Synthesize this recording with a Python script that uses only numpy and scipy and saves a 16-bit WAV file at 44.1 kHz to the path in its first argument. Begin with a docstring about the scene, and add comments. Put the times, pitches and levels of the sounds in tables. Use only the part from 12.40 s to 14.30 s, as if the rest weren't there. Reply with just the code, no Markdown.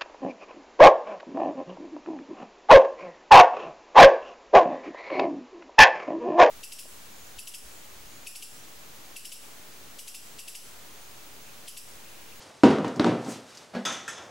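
"""In a workshop, an engine hanging from a hoist chain is pried loose: it drops with a heavy clunk, rocks and
knocks again, each impact exciting the damped modes of the block. Loaded links squeak and tick, and a sleeve
swishes by friction as the arm lets go of the bar. The engine bumps dully against the car body, then a loose
steel piece is struck several times and clanks with beating partials. The sound is near and almost mono, with
the room's short reverberation and a low hiss."""
import sys
import numpy as np
from scipy import signal
from scipy.fft import rfft, irfft, next_fast_len
from scipy.io import wavfile

SR = 44100
rng = np.random.default_rng(int(sys.argv[2]) if len(sys.argv) > 2 else 0)


def bounce(signal):
    """Save signal as a 16-bit WAV file at the path given by the first command-line argument."""
    frames = np.transpose(np.atleast_2d(signal))
    limited = np.clip(frames, -1, 1)
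    pcm = np.round(limited * 32767).astype(np.int16)
    wavfile.write(sys.argv[1], SR, pcm)


N = 83790

# envelopes of the sleeve's rustle and the background noise: time_s, level_db
SLEEVE_ENVELOPE = [(0, -49.5), (.2, -56.5), (.78, -54.5), (.86, -50), (.95, -44.5), (1.02, -55),
                   (1.12, -51.5), (1.22, -52.5), (1.3, -58)]
HUSH_ENVELOPE = [(0, -61), (.08, -49), (.18, -56), (1.1, -58), (1.7, -51.5), (1.87, -48)]
# spectra of the rustle, the swish and the background noise: frequency_hz, density_db
CLOTH_SPECTRUM = [(150, 10), (450, 10.5), (1500, 6.5), (5500, 5), (8500, 0), (12000, -10.5), (15500, -24)]
SWISH_SPECTRUM = [(1000, -1), (4000, -11), (6500, -0.5), (9000, -5.5), (12000, -17), (15500, -24)]
HUSH_SPECTRUM = [(25, 8), (70, 6.5), (200, -12.5), (550, 1), (2000, -13.5), (6000, -40)]

# links slipping under load: start_s, level_db, pitch_hz
LINK_SQUEAKS = [(.149, -52, 8200), (.168, -53, 8200), (.19, -52, 8350), (0.307, -41.5, 9960),
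                (.478, -49, 8400)]
# links settling: start_s, level_db
LINK_TICKS = [(0.022, -47.5), (0.4783, -43.5), (0.559, -45.5), (.846, -46.5), (1.149, -47.5),
              (1.172, -41.5)]
# spectrum of a tick: frequency_hz, density_db
TICK_SPECTRUM = [(500, -14), (3000, -15), (4800, 1), (7000, -2.5), (9000, -15), (15000, -27)]

# the engine's impacts: start_s, body_db, tilt_db_per_octave, rise_s, crack_db, crack_hz
ENGINE_KNOCKS = [(0.235, -11, 0, 0.00042, -8.5, 650), (0.2405, -43, 0, 0.0013, -22, 3330),
                 (0.2551, -26, 1, 0.0023, -20, 620), (0.3, -26, 3, 0.0024, -55, 970),
                 (.385, -31, -3, 0.0015, -25, 790), (0.4456, -28, 2, 0.00049, -22, 1140),
                 (0.561, -32.5, -5.5, 0.0085, -44.5, 280), (0.5964, -22, 2, 0.00026, -17, 4120),
                 (0.6443, -23, 1.5, 0.00081, -13, 1260), (.662, -19.5, 0.5, 0.0026, -23, 1350),
                 (.862, -33, -1, 0.0011, -41, 390)]
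# contacts that take the engine's full weight: start_s, level_db
ENGINE_LANDINGS = [(0.235, -10), (0.5961, -19)]
# modes of the engine on its mounts, and of its damped heave on landing: pitch_hz, level_db, t60_s
BLOCK_MODES = [(120.4, -16.5, 0.57), (149, -14.5, 0.34), (229.5, -12, 0.55), (267.5, -0.5, 0.19),
               (303.3, 2.5, 0.23), (401, -8.5, 0.43), (515.6, -9, 0.46), (607, -12.5, 0.25),
               (775, -5.5, 0.15), (953, -8.5, 0.098), (1280, -27, 0.76), (1441, -25, 0.54)]
THUD_MODES = [(285, -1, .24), (594, -10, 0.11), (950, -17, 0.048)]
# spectra of a hard contact and of the block's crowd of weaker modes: frequency_hz, density_db
CRACK_SPECTRUM = [(100, -23), (600, 4.5), (1400, 3), (2200, -6.5), (4300, -11), (7500, -20.5), (15000, -48)]
BLOCK_SPECTRUM = [(50, -40), (90, -11.5), (130, -5), (260, 2.5), (420, -5), (900, -14.5), (2000, -27),
                  (3100, -29), (6500, -39.5), (10000, -50.5), (15000, -77)]
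# damping of that crowd: frequency_hz, t60_s
BLOCK_DECAY = [(120, 0.41), (300, 0.42), (900, 0.58), (3000, 0.46), (9000, 0.35)]

# contacts with the car body: start_s, level_db, relative_scrape_db, rise_s
PANEL_BUMPS = [(1.212, -60, 11.5, .01), (1.333, -41.5, 5, 0.0082), (1.348, -33.5, 0.5, 0.0018),
               (1.360, -24.5, -15, 0.011)]
# modes of the body panel: pitch_hz, level_db, t60_s
PANEL_MODES = [(198.8, -2.5, 0.32), (230.6, 3, 0.18), (499, -1, 0.13), (1480, -11, 0.092),
               (1650, -5.5, 0.074), (4450, -8, 0.053)]
# spectrum of friction on the panel: frequency_hz, density_db
SCRAPE_SPECTRUM = [(60, -42), (220, -4), (600, 4.5), (1000, -5), (3600, -16), (4500, -18), (5600, -22),
                   (15000, -49)]

# blows on a single steel piece: start_s, kind ("large" a mid-pitched clank, "small" a brighter clink), ring_db,
# clatter_db, clatter_tilt_db_per_octave
STEEL_CLANKS = [(1.4512, "large", -27, -29, -0.5), (1.486, "large", -45, -40.5, -4),
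                (1.521, "large", -38, -42, 3), (1.6782, "small", -38, -38.5, -0.5),
                (1.778, "large", -50.5, -45.5, -3.5)]
# modes of the steel piece, for a mid-pitched clank and for a brighter clink: pitch_hz, level_db, t60_s
CLANK_MODES = [(1306, -11.5, 0.75), (1643, -18, 0.28), (3373, 3.5, 0.073), (3508, -6, 0.37),
               (5040, -5, 0.15), (5860, -15, 0.22), (6220, -7.5, 0.48), (7230, -12, 0.19),
               (7800, -35, 0.55), (11800, -25, 0.072), (13400, -23, 0.1)]
CLINK_MODES = [(1372, -2, 0.32), (1645, 7.5, 0.068), (1788, 4, 0.2), (2527, 5, 0.043), (3400, -13, 0.55),
               (5260, -9.5, 0.65), (5800, -11, 0.43), (6270, -2.5, 0.4), (7150, -4.5, 0.4),
               (7940, -4.5, 0.21), (8840, -12, .24), (9300, -11, 0.32), (11400, -13.5, 0.13),
               (13600, -23, .13)]
# spectrum of their clatter: frequency_hz, density_db
CLATTER_SPECTRUM = [(100, -16.5), (210, -7), (420, -10.5), (1550, -2.5), (2800, -9), (3500, -3.5),
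                    (4200, -15.5), (6400, -8), (8000, -15.5), (12000, -25), (15500, -36)]
# damping of the clatter and of the room: frequency_hz, t60_s
CLATTER_DECAY = [(300, 0.75), (1500, 0.44), (6000, 0.6), (13000, 0.091)]
ROOM_DECAY = [(150, 0.38), (1500, 0.81), (6000, 0.25), (14000, 0.55)]
# strength of sideways reflections: frequency_hz, side_over_mid_db
STEREO_WIDTH = [(250, -45), (600, -25.5), (1200, -22.5), (2500, -14), (9000, -20)]

STEEL_RISE_S = 0.0011


def amp(db):
    return 10 ** (np.asarray(db) / 20)


def unit_rms(x):
    return x / np.sqrt(np.mean(x ** 2) + 1e-20)


def seconds():
    return np.arange(N) / SR


def along(points, hz):
    """Interpolation on a logarithmic frequency axis."""
    frequencies, values = np.transpose(points)
    return np.interp(np.log(hz + 1), np.log(frequencies + 1), values)


def filtered(x, response):
    """Linear filtering multiplies the spectrum by a frequency response."""
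    size = next_fast_len(N + SR // 2)
    return irfft(rfft(x, size) * response(np.fft.rfftfreq(size, 1 / SR)), size)[..., :N]


def noise(spectrum):
    """Spectral shaping turns white noise into coloured noise of rms 1."""
    return unit_rms(filtered(rng.standard_normal(N), lambda hz: amp(along(spectrum, hz))))


def tilted(x, slope_db, pivot_hz):
    """Spectral tilt of slope_db an octave, within two octaves of the pivot."""
    return filtered(x, lambda hz: amp(slope_db * np.clip(np.log2((hz + 1) / pivot_hz), -2, 2)))


def fade(t60):
    """Exponential decay, 60 dB in t60 seconds."""
    return np.exp(-np.log(1000) * seconds() / t60)


def damped(x, t60s):
    """Frequency-dependent damping: each band decays at its own rate."""
    hz, t, bands = signal.stft(x, SR, nperseg=256)
    decay = np.exp(-np.log(1000) * t / along(t60s, hz)[:, None])
    return signal.istft(bands * decay, SR, nperseg=256)[1][:N]


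def placed(x, start_s, rise_s):
    """Onset at start_s, building up with time constant rise_s."""
    attack = 1 - np.exp(-seconds() / rise_s)
    return np.pad(x * attack, (round(start_s * SR), 0))[:N]


def flutter(knots_per_s=120):
    """Random modulation, interpolated between Gaussian values."""
    knots = rng.standard_normal(1024)
    return np.interp(seconds() * knots_per_s, np.arange(len(knots)), knots)


def ring(modes, roughness):
    """Modal vibration: damped sines that flutter in amplitude and phase."""
    out = np.zeros(N)
    for hz, db, t60 in modes:
        phase = 2 * np.pi * hz * seconds()
        wave = (1 + roughness * flutter()) * np.sin(phase) + roughness * flutter() * np.cos(phase)
        out += amp(db) * fade(t60) * wave
    return out / np.sqrt(1 + roughness ** 2)


def jangle(modes, partials=5, spread=0.00957, jitter_rad=0.58):
    """Beating: each mode of loose steel splits into close partials, different at every blow."""
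    out = np.zeros(N)
    for hz, db, t60 in modes:
        for detune in spread * rng.standard_normal(partials):
            phase = 2 * np.pi * (hz * (1 + detune) * seconds() + rng.random())
            out += amp(db) * fade(t60) * np.sin(phase + jitter_rad * flutter())
    return out / np.sqrt(partials)


def sleeve(swish_s=0.915, swish_db=-42.5, rise_s=0.027, fall_s=0.016, grain_db=1.15):
    """Friction noise: cloth rustles with the arm and swishes once as it is pulled back."""
    t = seconds()
    width_s = np.where(t < swish_s, rise_s, fall_s)
    swish = amp(swish_db) * np.exp(-.5 * ((t - swish_s) / width_s) ** 2) * noise(SWISH_SPECTRUM)
    rustle_db = np.interp(t, *np.transpose(SLEEVE_ENVELOPE)) + grain_db * flutter()
    return swish + amp(rustle_db) * noise(CLOTH_SPECTRUM)


def hush():
    """Ambient noise: the workshop's low background, drifting in level."""
    return amp(np.interp(seconds(), *np.transpose(HUSH_ENVELOPE))) * noise(HUSH_SPECTRUM)


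def chain(squeak_t60_s=0.028, tick_t60_s=0.064):
    """Slip and impact: loaded links squeak as they slide and tick as they settle."""
    squeaks = sum(placed(jangle([(hz, db, squeak_t60_s)]), start_s, STEEL_RISE_S)
                  for start_s, db, hz in LINK_SQUEAKS)
    ticks = sum(amp(db) * placed(noise(TICK_SPECTRUM) * fade(tick_t60_s), start_s, rise_s=.0004)
                for start_s, db in LINK_TICKS)
    return squeaks + ticks


def crack(centre_hz, peak_db=10, width_octaves=0.25):
    """Contact transient: a brief broadband burst, emphasised at the pitch of the struck spot."""
    def resonance(hz):
        octaves = np.log2((hz + 1) / centre_hz)
        return amp(peak_db * np.exp(-.5 * (octaves / width_octaves) ** 2))
    return unit_rms(filtered(noise(CRACK_SPECTRUM), resonance)) * fade(t60=0.017)


def engine():
    """Impact excitation: metal cracks on metal and the block's modes ring; full landings add a thud."""
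    out = sum(amp(db) * placed(ring(THUD_MODES, roughness=0), start_s, rise_s=0.00033)
              for start_s, db in ENGINE_LANDINGS)
    for start_s, body_db, tilt_db, rise_s, crack_db, crack_hz in ENGINE_KNOCKS:
        crowd = placed(damped(noise(BLOCK_SPECTRUM), BLOCK_DECAY), start_s=0, rise_s=0.0018)
        body = amp(-1.5) * ring(BLOCK_MODES, roughness=0.36) + amp(-0.5) * crowd
        out += amp(body_db) * placed(tilted(body, tilt_db, pivot_hz=440), start_s, rise_s)
        out += amp(crack_db) * placed(crack(crack_hz), start_s, rise_s=.0001)
    return out


def panel_bump():
    """Plate vibration and friction: the swinging engine leans and scrapes on a body panel."""
    out = np.zeros(N)
    for start_s, db, scrape_db, rise_s in PANEL_BUMPS:
        panel = ring(PANEL_MODES, roughness=0.25)
        scrape = amp(scrape_db) * noise(SCRAPE_SPECTRUM) * fade(t60=0.29)
        out += amp(db) * placed(panel + scrape, start_s, rise_s)
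    return out


def steel_clanks():
    """Free vibration: light steel is struck and rattles, clear high modes over a dense clatter."""
    out = np.zeros(N)
    for start_s, kind, ring_db, clatter_db, tilt_db in STEEL_CLANKS:
        clatter = tilted(damped(noise(CLATTER_SPECTRUM), CLATTER_DECAY), tilt_db, pivot_hz=3000)
        modes = jangle(CLANK_MODES if kind == "large" else CLINK_MODES)
        out += placed(amp(ring_db) * modes + amp(clatter_db) * clatter, start_s, STEEL_RISE_S)
    return out


def reverberation(x, t60s, delay_s):
    """Diffuse reflection: convolution with a decaying noise tail of unit energy."""
    tail = placed(damped(rng.standard_normal(N), t60s), delay_s, rise_s=0.00035)
    return signal.fftconvolve(x, tail / np.linalg.norm(tail))[:N]


def scene():
    """Superposition: sources and room add in the middle; reflections and noise give a little width."""
    direct = engine() + steel_clanks() + chain() + panel_bump() + sleeve()
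    mid = direct + amp(-11) * reverberation(direct, ROOM_DECAY, delay_s=.014) + hush()
    scattered = reverberation(mid, t60s=[(1000, 0.16)], delay_s=0.00101)
    side = filtered(scattered, lambda hz: amp(along(STEREO_WIDTH, hz)))
    side += amp(-63) * noise(HUSH_SPECTRUM)
    return np.array([mid + side, mid - side])


def record(dry, low_cut_hz=99.7, peak_limit=.95, top_hz=15900):
    """Band limiting and soft saturation: deep bass and top treble are cut, the highest peaks rounded."""
    high_pass = signal.butter(N=4, Wn=low_cut_hz, btype="high", fs=SR, output="sos")
    lean = signal.sosfilt(high_pass, dry)
    rounded = lean / (1 + np.abs(lean / peak_limit) ** 10) ** (1 / 10)
    return filtered(rounded, lambda hz: hz < top_hz)


dry = scene()
out = record(dry)
bounce(out)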